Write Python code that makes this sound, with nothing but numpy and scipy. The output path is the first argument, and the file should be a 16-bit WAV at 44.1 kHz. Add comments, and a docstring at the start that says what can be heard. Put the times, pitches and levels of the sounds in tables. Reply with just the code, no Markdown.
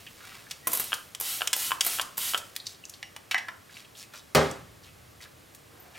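"""Five quick squirts from a trigger spray bottle hiss over softly fizzing foam in a small kitchen.
The plastic pump snaps, air pockets spit from the nozzle, mist hisses and the trigger clacks back.
The foam sits in a pot and fizzes because its tiny bubbles burst, more faintly as it collapses.
The bottle is put down, clothes rustle, and a wooden door bangs shut, so cupboard and room ring."""
import sys
import numpy as np
from scipy import signal
from scipy.fft import rfft, irfft, next_fast_len
from scipy.io import wavfile
from scipy.ndimage import uniform_filter1d

SR = 44100
rng = np.random.default_rng(int(sys.argv[2]) if len(sys.argv) > 2 else 0)


def wav_out(sig):
    """Save sig, one row per channel (or a flat mono array), as 16-bit PCM at SR to the path in sys.argv[1]."""
    wavfile.write(sys.argv[1], SR, np.round(np.clip(np.atleast_2d(sig).T, -1, 1) * 32767).astype(np.int16))


N = 264104
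TIME = np.arange(N) / SR
RING = TIME[:SR]  # a one-second clock for short sounds

# A tone table says how strong each frequency is. A fade_s is the time to die away by 60 dB.
# tone of the room's hush: frequency_hz, level_db
HUSH_TONE = [(15, -25), (25, -25), (108, -1), (206, -5.5), (591, -8), (988, -13), (1130, -9), (1370, -12),
             (1790, -12), (3430, -15), (11900, -20.5), (14800, -21), (16000, -27)]
# how long the room echoes: frequency_hz, fade_s
ROOM_FADE = [(150, 0.45), (1000, 0.36), (4000, 0.33), (9000, 0.38), (16000, 0.1)]
# tone of the room's echo: frequency_hz, level_db
ROOM_ECHO_TONE = [(200, 7.5), (1200, 4), (3000, -1.5), (5000, -1), (16000, -1.5)]
# echoes off the pot and worktop: delay_s, gain
CLOSE_ECHOES = [(.003, 0.24), (.0058, 0.13), (.0069, 0.14)]
# how much hush and echo differ between left and right: frequency_hz, level_db
STEREO_WIDTH = [(60, -12), (110, -11.5), (200, 0), (400, 4.5), (1300, 2.5), (2400, -2.5), (4400, -13),
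                (8000, -44.5), (16000, -42)]
# how far the left side is ahead of the right: frequency_hz, phase_radians
LEFT_LEAD = [(40, 0), (120, .15), (400, 0.32), (750, 0.6), (1200, 0.3), (2400, 0.3), (4400, 0), (16000, 0)]
# tone of bursting bubbles: frequency_hz, level_db
FIZZ_TONE = [(300, 2), (1000, -2.5), (2100, 2), (5000, -0.5), (10000, -4), (16000, -5.5)]
# clothes and gloves rubbing: start_s, length_s, level_db, centre_hz
CLOTH_RUSTLES = [(.15, .32, -50, 2060), (2.642, 0.12, -51.5, 4670), (3.689, 0.16, -50.5, 3100),
                 (3.94, .12, -49, 4460), (4.143, 0.061, -49.5, 4000), (4.819, 0.075, -55.5, 2520),
                 (5.194, 0.07, -49.5, 2920), (5.66, 0.34, -58.5, 655), (5.933, .08, -51, 1600)]
# small handling ticks and the door latch's click: start_s, level_db, centre_hz, width_octaves, decay_s
SMALL_TICKS = [(.066, -39, 2700, .25, 0.0091), (0.51, -30.5, 3880, 0.72, .008),
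               (2.5636, -28.5, 4940, 1.35, 0.0025), (2.6005, -37, 3970, 0.094, 0.0024),
               (2.6675, -29, 4760, 0.24, 0.0044), (2.839, -43.5, 2850, 0.12, 0.0016),
               (2.8534, -39, 5900, 0.31, 0.0015), (2.896, -38.5, 7000, 0.46, .0034),
               (2.938, -42, 4150, 0.51, .012), (3.769, -42, 2530, 0.32, 0.0032),
               (4.1366, -39, 1570, 1, 0.022), (4.513, -38, 6460, .4, 0.0028),
               (5.548, -44.5, 6000, 1.6, 0.0064)]
# thin, lingering rings: start_s, level_db, pitch_hz, decay_s
THIN_PINGS = [(2.014, -37, 1200, 0.043), (5.799, -46, 14300, .025)]
# the bottle rocking on the worktop: start_s, level_db, centre_hz, width_octaves, decay_s, ring_db
BOTTLE_TAPS = [(3.0282, -33.5, 2600, 0.56, .003, -7), (3.164, -38, 2050, 1.1, 0.003, -13),
               (3.3113, -23, 2480, 0.62, 0.01, -13), (3.3453, -20, 1850, 0.45, 0.0014, -14),
               (3.38, -31, 2930, 0.54, .0086, -20), (3.484, -31, 1540, 0.43, 0.005, -18)]
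# notes the bottle rings with: pitch_hz, level_db, fade_s
BOTTLE_NOTES = [(1810, -2, 0.1), (2850, -2, .22), (2980, 6, 0.17), (5500, -7, 0.3), (5680, -1, 0.17)]
# tone of the hollow cupboard: frequency_hz, level_db
CUPBOARD_TONE = [(35, -71), (60, -14.5), (156, -6), (198, -9.5), (233, -25), (268, -8), (398, -6.5),
                 (480, -14), (527, -16), (991, -9.5), (1250, -11.5), (5330, -20), (16000, -43.5)]
# how long the cupboard booms: frequency_hz, fade_s
CUPBOARD_FADE = [(100, 0.69), (400, 0.5), (1500, 0.51), (5000, 0.44), (14000, 0.56)]
# the door rattling against its frame: start_s, level_db, centre_hz, width_octaves
DOOR_BLOWS = [(4.349, -16.5, 1920, 1.1), (4.356, -20.5, 785, 0.97), (4.369, -24, 1500, 1.2),
              (4.3796, -19, 580, 0.21), (4.413, -25, 1180, 0.19)]
# notes the cupboard and room ring with after the bang: pitch_hz, level_db, fade_s
CUPBOARD_ROOM_NOTES = [(79.7, -9, 0.42), (153.6, 3.5, 0.27), (237.5, -1, 0.35), (392.5, -6.5, 0.49),
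                       (401.4, 4.5, 0.32), (434.5, 0, 0.32), (456, -6, 0.31), (516, -3, 0.44),
                       (546, 0.5, 0.37), (570, -14, 0.56), (616, -6.5, 0.37), (617, 1.5, 0.35),
                       (683, -9, 0.44), (716, -8, 0.33), (764, -6, 0.35), (810, -4, 0.33), (808, -5, 0.33),
                       (840, -7.5, 0.39), (925, -8, 0.34), (1040, -16, 0.39), (1180, -7.5, 0.44),
                       (1268, -8.5, 0.44), (1291, -7, 0.38), (1435, -11.5, 0.42), (1590, -4, 0.2),
                       (1875, -22, 0.39), (1860, -15, 0.45), (2005, -13, 0.3), (2105, -10, 0.37)]
# the pump sipping fresh liquid: start_s, level_db
PUMP_SIPS = [(0.939, -28.5), (2.013, -27), (2.376, -29)]
# sharp snaps of the plastic pump: start_s, level_db, decay_s
PUMP_SNAPS = [(1.1491, -32, 0.0044), (1.4743, -20.5, 0.0043), (1.5309, -16.5, 0.008), (1.8086, -16, 0.0057)]
# tone of a snap: frequency_hz, level_db
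SNAP_TONE = [(240, -66), (400, -24.5), (1490, -9), (1840, -13), (2290, -6), (2590, -7), (3260, 0),
             (4110, -11.5), (5190, -6), (7990, -8), (15000, -19), (16000, -15.5)]
# the trigger springing back to its stop: start_s, level_db, decay_s
TRIGGER_CLACKS = [(0.9304, -20, 0.0038), (1.4186, -22, .0015), (1.718, -21, 0.0025), (1.997, -21.5, 0.0046),
                  (2.346, -18.5, 0.0052)]
# tone of a clack: frequency_hz, level_db
CLACK_TONE = [(180, -34), (300, -14.5), (1260, 4), (1540, 5.5), (2070, -10.5), (2990, 7), (3280, 3),
              (3890, -14), (5130, -15), (6180, -31), (7320, -14), (7910, -32), (9230, -26), (11100, -33),
              (12000, -32), (15600, -62), (22000, -120)]
# the mist from each pull of the trigger: start_s, level_db
SQUIRTS = [(0.67, -37), (1.207, -32), (1.551, -31), (1.823, -31.5), (2.171, -31)]
# tone of the mist: frequency_hz, level_db
MIST_TONE = [(150, -65), (250, -15.5), (452, -37.5), (723, -12), (1020, -12.5), (1420, -5), (1640, -9.5),
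             (1950, -4), (2440, -4), (2910, 1), (5440, -2), (13400, 0.5), (16000, -6.5)]
# air pockets bursting from the nozzle: start_s, level_db, decay_s
AIR_SPITS = [(0.671, -19.5, 0.0049), (0.717, -29, 0.005), (0.7318, -19.5, 0.0062), (.749, -23.5, .008),
             (.7725, -26, 0.0021), (0.7965, -21.5, 0.0098), (0.8414, -33, 0.0018), (1.1997, -28, 0.0037),
             (1.2104, -26.5, .0015), (1.563, -26, .005), (1.8476, -25.5, 0.0026), (1.864, -20, 0.0066),
             (2.1781, -24.5, .005)]
# tone of a spit: frequency_hz, level_db
SPIT_TONE = [(100, -16), (400, -3.5), (900, 0), (2000, -3.5), (5000, -5), (9000, 1), (12000, 7),
             (14500, 7.5), (16000, -12)]
DOOR_SHUT_S = DOOR_BLOWS[0][0]


def amp(db):
    """Turns decibels into a gain to multiply by."""
    return 10 ** (np.asarray(db) / 20)


def unit(x):
    """Scales a sound to an average (rms) level of 1."""
    return x / np.sqrt(np.mean(x ** 2) + 1e-20)


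def packet(x):
    """Gives a short sound the energy of 5 ms at level 1."""
    return x * np.sqrt(.005 * SR / (np.sum(x ** 2) + 1e-20))


def read(points, hz):
    """Looks up a frequency in a table, gliding between rows on a log scale."""
    f, value = np.transpose(points)
    return np.interp(np.log(hz + 1), np.log(f + 1), value)


def add(mix, s, sound):
    """Mixes a sound in, starting at s seconds."""
    part = mix[round(s * SR):][:len(sound)]
    part += sound[:len(part)]


def colour(x, tone, size=4096):
    """Filters a sound to follow a tone table."""
    log_gain = np.log(amp(read(tone, abs(np.fft.fftfreq(size, 1 / SR)))))
    response = np.exp(np.conj(signal.hilbert(log_gain)))  # rings after a hit, never before
    taps = np.fft.ifft(response).real[:size // 2]
    return signal.oaconvolve(x, taps)[:len(x)]


def hump(hz, octaves):
    """A tone table with one peak at hz."""
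    f = np.geomspace(30, SR / 2, 400)
    return np.transpose([f, -20 * np.log10(1 + (np.log2(f / hz) / octaves) ** 2 / 2) * 1.185])


def contact(decay_s, crack):
    """Two things touch: a sharp crack, then dying chatter."""
    chatter = packet(rng.standard_normal(SR) * np.exp(-np.minimum(RING / decay_s, 20)))
    return chatter + crack * packet(1. * (RING == 0))


def click(db, tone, decay_s, crack):
    """One contact, with the tone of the thing it strikes."""
    return amp(db) * packet(colour(contact(decay_s, crack), tone))


def grains(per_s, spread_db, size):
    """Random clicks, most small and a few large."""
    clicks = (rng.random(size) < per_s / SR) * rng.standard_normal(size)
    return clicks * amp(spread_db * np.minimum(rng.exponential(1, size), 4))


def tail(fades, size=256):
    """One second of noise in which each frequency dies at its own speed."""
    hz, t, bands = signal.stft(rng.standard_normal(SR), SR, nperseg=size)
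    fading = amp(-60 * t / read(fades, hz)[:, None])
    return signal.istft(bands * fading, SR, nperseg=size)[1][:SR]


def ring(notes):
    """Several fading notes ringing at once."""
    return packet(sum(amp(db - 60 * RING / fade_s) * np.sin(2 * np.pi * (hz * RING + rng.random()))
                      for hz, db, fade_s in notes))


def background(hush_db=-56.5, rumble_db=-66.5, late_rumble_db=-54, sink_db_per_s=9.5):
    """The room's hush and a low rumble, which is louder after the door shuts, then fades."""
    hush = amp(hush_db) * unit(colour(rng.standard_normal(N), HUSH_TONE))
    since_shut = np.maximum(TIME - DOOR_SHUT_S, 0)
    late_level = (TIME > DOOR_SHUT_S) * amp(late_rumble_db - sink_db_per_s * since_shut)
    rumble = unit(colour(rng.standard_normal(N), hump(hz=95, octaves=0.45)))
    return hush + np.hypot(amp(rumble_db), late_level) * rumble


def kitchen(x, early_db=-9, early_s=0.0037, late_db=-9, build_s=0.0022, echoes=3):
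    """Sound bounces off utensils, then round the room; three echoes take turns to keep the hiss smooth."""
    out = np.zeros(N)
    for k in range(echoes):
        early = rng.standard_normal(SR) * RING * np.exp(-np.minimum(2 * RING / early_s, 40))
        late = colour(tail(ROOM_FADE), ROOM_ECHO_TONE) * (1 - np.exp(-RING / build_s))
        echo = amp(early_db) * early / np.linalg.norm(early) + amp(late_db) * late / np.linalg.norm(late)
        share = np.sqrt(2 / echoes) * np.cos(np.pi * (4 * TIME + k / echoes))
        out += signal.oaconvolve(x * share, echo)[:N]
    return out


def nearby(x):
    """A sound plus its quick echoes off the pot and worktop."""
    out = x.copy()
    reflected = colour(x, hump(hz=1500, octaves=0.76))
    for delay_s, gain in CLOSE_ECHOES:
        add(out, delay_s, gain * reflected)
    return out


def foam(start_db=-54, sink_db_per_s=7, wetted_db=-57.5, wetted_s=0.15):
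    """Tiny bubbles burst: the fizz fades as the foam collapses and swells when mist lands on it."""
    wetted = signal.lfilter([1], [1, -np.exp(-1 / (wetted_s * SR))], flow())
    level = np.hypot(amp(start_db - sink_db_per_s * TIME), amp(wetted_db) * unit(wetted))
    pops = grains(per_s=5000, spread_db=1.0, size=N)
    return level * unit(colour(pops, FIZZ_TONE))


def clothes(catches=4, catch_db=1, scatter_octaves=1.9):
    """Fibres slip in a swell of tiny clicks, and now and then catch with a small pitched tick."""
    out = np.zeros(N)
    for s, length_s, db, hz in CLOTH_RUSTLES:
        swell = np.sin(np.pi * np.minimum(RING / length_s, 1))
        slips = grains(per_s=2600, spread_db=2.5, size=SR)
        add(out, s, amp(db) * swell * unit(colour(slips, hump(hz, octaves=1.0))))
        for k, (when, pitch) in enumerate(rng.random((catches, 2))):
            tone = hump(hz * 2 ** (scatter_octaves * (pitch - .5)), octaves=0.22)
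            tick = click(db + catch_db, tone, decay_s=0.0083, crack=0)
            add(out, s + length_s * (k + when) / catches, tick)
    return out


def ticks(crack_s=0.0014, brush_db=-16, brush_lead_s=.011):
    """Handling ticks and the door latch: a soft brush, then a click; brief ones crack the most."""
    out = np.zeros(N)
    for s, db, hz, octaves, decay_s in SMALL_TICKS:
        tone = hump(hz, octaves)
        add(out, s - brush_lead_s, click(db + brush_db, tone, decay_s=0.014, crack=0))
        add(out, s, click(db, tone, decay_s, crack_s / decay_s))
    return out


def pings(width_hz=110):
    """Faint, thin rings: fading noise squeezed around one pitch."""
    out = np.zeros(N)
    for s, db, hz, decay_s in THIN_PINGS:
        add(out, s, click(db, hump(hz, np.log2(1 + width_hz / hz)), decay_s, crack=0))
    return out


def bottle_set_down(crack_s=0.0016, worktop_db=-18, hollow_db=-22, hollow_lag_s=0.0062):
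    """The bottle rocks on the worktop, which knocks dully; the firmest tap sounds its hollow body."""
    out = np.zeros(N)
    for s, db, hz, octaves, decay_s, ring_db in BOTTLE_TAPS:
        crack = crack_s / decay_s
        add(out, s, click(db, hump(hz, octaves), decay_s, crack))
        add(out, s, amp(db + ring_db) * ring(BOTTLE_NOTES))
        add(out, s, click(db + worktop_db, hump(hz=830, octaves=0.26), decay_s, crack))
    firmest_s = max(BOTTLE_TAPS, key=lambda tap: tap[1])[0]
    hollow = click(hollow_db, hump(hz=1915, octaves=.13), decay_s=0.021, crack=0)
    add(out, firmest_s + hollow_lag_s, hollow)
    return out


def cupboard(db=-13):
    """The hollow cupboard and the room boom on after the door shuts."""
    out = np.zeros(N)
    add(out, DOOR_SHUT_S, amp(db) * packet(colour(tail(CUPBOARD_FADE), CUPBOARD_TONE)))
    return out


def door(ring_db=-8, rise_s=0.012):
    """The first blow sets the cupboard and room ringing; the door then rattles shut."""
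    out = np.zeros(N)
    ringing = ring(CUPBOARD_ROOM_NOTES) * (1 - np.exp(-RING / rise_s))
    add(out, DOOR_SHUT_S, amp(ring_db) * packet(ringing))
    for s, db, hz, octaves in DOOR_BLOWS:
        add(out, s, click(db, hump(hz, octaves), decay_s=0.0094, crack=0.31))
    return out


def squeak(start_s=.632, length_s=0.046, hz=1930, wobble=0.048, db=-50):
    """The pump's seal squeaks faintly as the first pull builds pressure."""
    t = RING[RING < length_s]
    pitch = hz * (1 + wobble * unit(uniform_filter1d(rng.standard_normal(len(t)), size=25)))
    swell = amp(db) * (.3 + t / length_s) * signal.windows.tukey(len(t), .2)
    out = np.zeros(N)
    add(out, start_s, swell * unit(np.sin(2 * np.pi * np.cumsum(pitch) / SR)))
    return out


def suction(puff_db=-30):
    """The first pull puffs the air out of the pump; later it refills in short sips."""
    out = np.zeros(N)
    add(out, AIR_SPITS[0][0], click(puff_db, hump(hz=650, octaves=1.0), decay_s=.006, crack=0.1))
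    for s, db in PUMP_SIPS:
        add(out, s, click(db, hump(hz=5100, octaves=1.3), decay_s=0.0071, crack=0.1))
    return out


def trigger(valve_lead_s=0.0098, valve_db=-9.0, clack_crack=1.43):
    """The pump snaps when pressed; on release its valve clicks just before the trigger hits its stop."""
    out = np.zeros(N)
    for s, db, decay_s in PUMP_SNAPS:
        add(out, s, click(db, SNAP_TONE, decay_s, crack=0.57))
    for s, db, decay_s in TRIGGER_CLACKS:
        add(out, s - valve_lead_s, click(db + valve_db, CLACK_TONE, decay_s, clack_crack))
        add(out, s, click(db, CLACK_TONE, decay_s, clack_crack))
    return out


def flow(start_db=-7, swell_share=0.29, push_s=0.12, spent_db=-9):
    """How strongly mist flows: it swells under the finger, holds, and sinks as the trigger returns."""
    out = np.zeros(N)
    for (s, db), (back_s, _, _) in zip(SQUIRTS, TRIGGER_CLACKS):
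        opening = np.maximum(1 - RING / (swell_share * (back_s - s)), 0)
        closing = np.maximum(RING - push_s, 0) / max(back_s - s - push_s, .01)
        add(out, s, amp(db + start_db * opening + spent_db * closing ** 1.35))
    return out


def nozzle(rise_s=0.00072, sputter_db=-8, sputter_s=0.014):
    """Mist hisses with the flow; each air pocket spits and trails a sputter of droplets."""
    spits = np.zeros(N)
    for s, db, decay_s in AIR_SPITS:
        burst = packet(contact(decay_s, crack=0) * (1 - np.exp(-RING / rise_s)))
        droplets = grains(per_s=3000, spread_db=0.5, size=SR)
        sputter = packet(droplets * RING * np.exp(-2 * RING / sputter_s))
        add(spits, s, amp(db) * packet(colour(burst + amp(sputter_db) * sputter, SPIT_TONE)))
    mist = flow() * unit(colour(rng.standard_normal(N), MIST_TONE))
    return mist + spits


def scene(close_db=-0.73, pump_echo_db=-3, left_db=0.23, right_db=0.55,
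          room_side_db=-7, hush_side_db=-4, off_centre_db=-17):
    """Mixes it all in stereo: mid is what both ears share, side is how they differ."""
    spray = nearby(nozzle())
    pump = nearby(trigger() + squeak())
    handling = nearby(suction() + ticks() + pings() + bottle_set_down() + clothes())
    close = amp(close_db) * (spray + pump + handling)
    into_room = amp(close_db) * (spray + amp(pump_echo_db) * pump + handling)
    mid = close + kitchen(into_room) + door() + cupboard() + foam() + background()
    # fresh echo and hush for the side make the room sound wide
    room_side = amp(room_side_db) * (kitchen(into_room) + cupboard())
    side = colour(room_side + amp(hush_side_db) * background(), STEREO_WIDTH)
    # the bottle is held off-centre, so its clicks reach the two sides a tiny moment apart
    side += amp(off_centre_db) * np.gradient(pump + handling)
    # the left side hears the whole scene slightly earlier
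    size = next_fast_len(N + SR // 10)
    turn = np.tan(read(LEFT_LEAD, np.fft.rfftfreq(size, 1 / SR)) / 2)
    side += irfft(1j * turn * rfft(mid, size), size)[:N]
    return np.array([amp(left_db) * (mid + side), amp(right_db) * (mid - side)])


def record(dry, cutoff_hz=16050):
    """Cuts away the very highest treble."""
    lowpass = signal.firwin(401, cutoff_hz, window=("kaiser", 8), fs=SR)
    return signal.oaconvolve(dry, lowpass[None], "same", axes=1)


dry = scene()
out = record(dry)
wav_out(out)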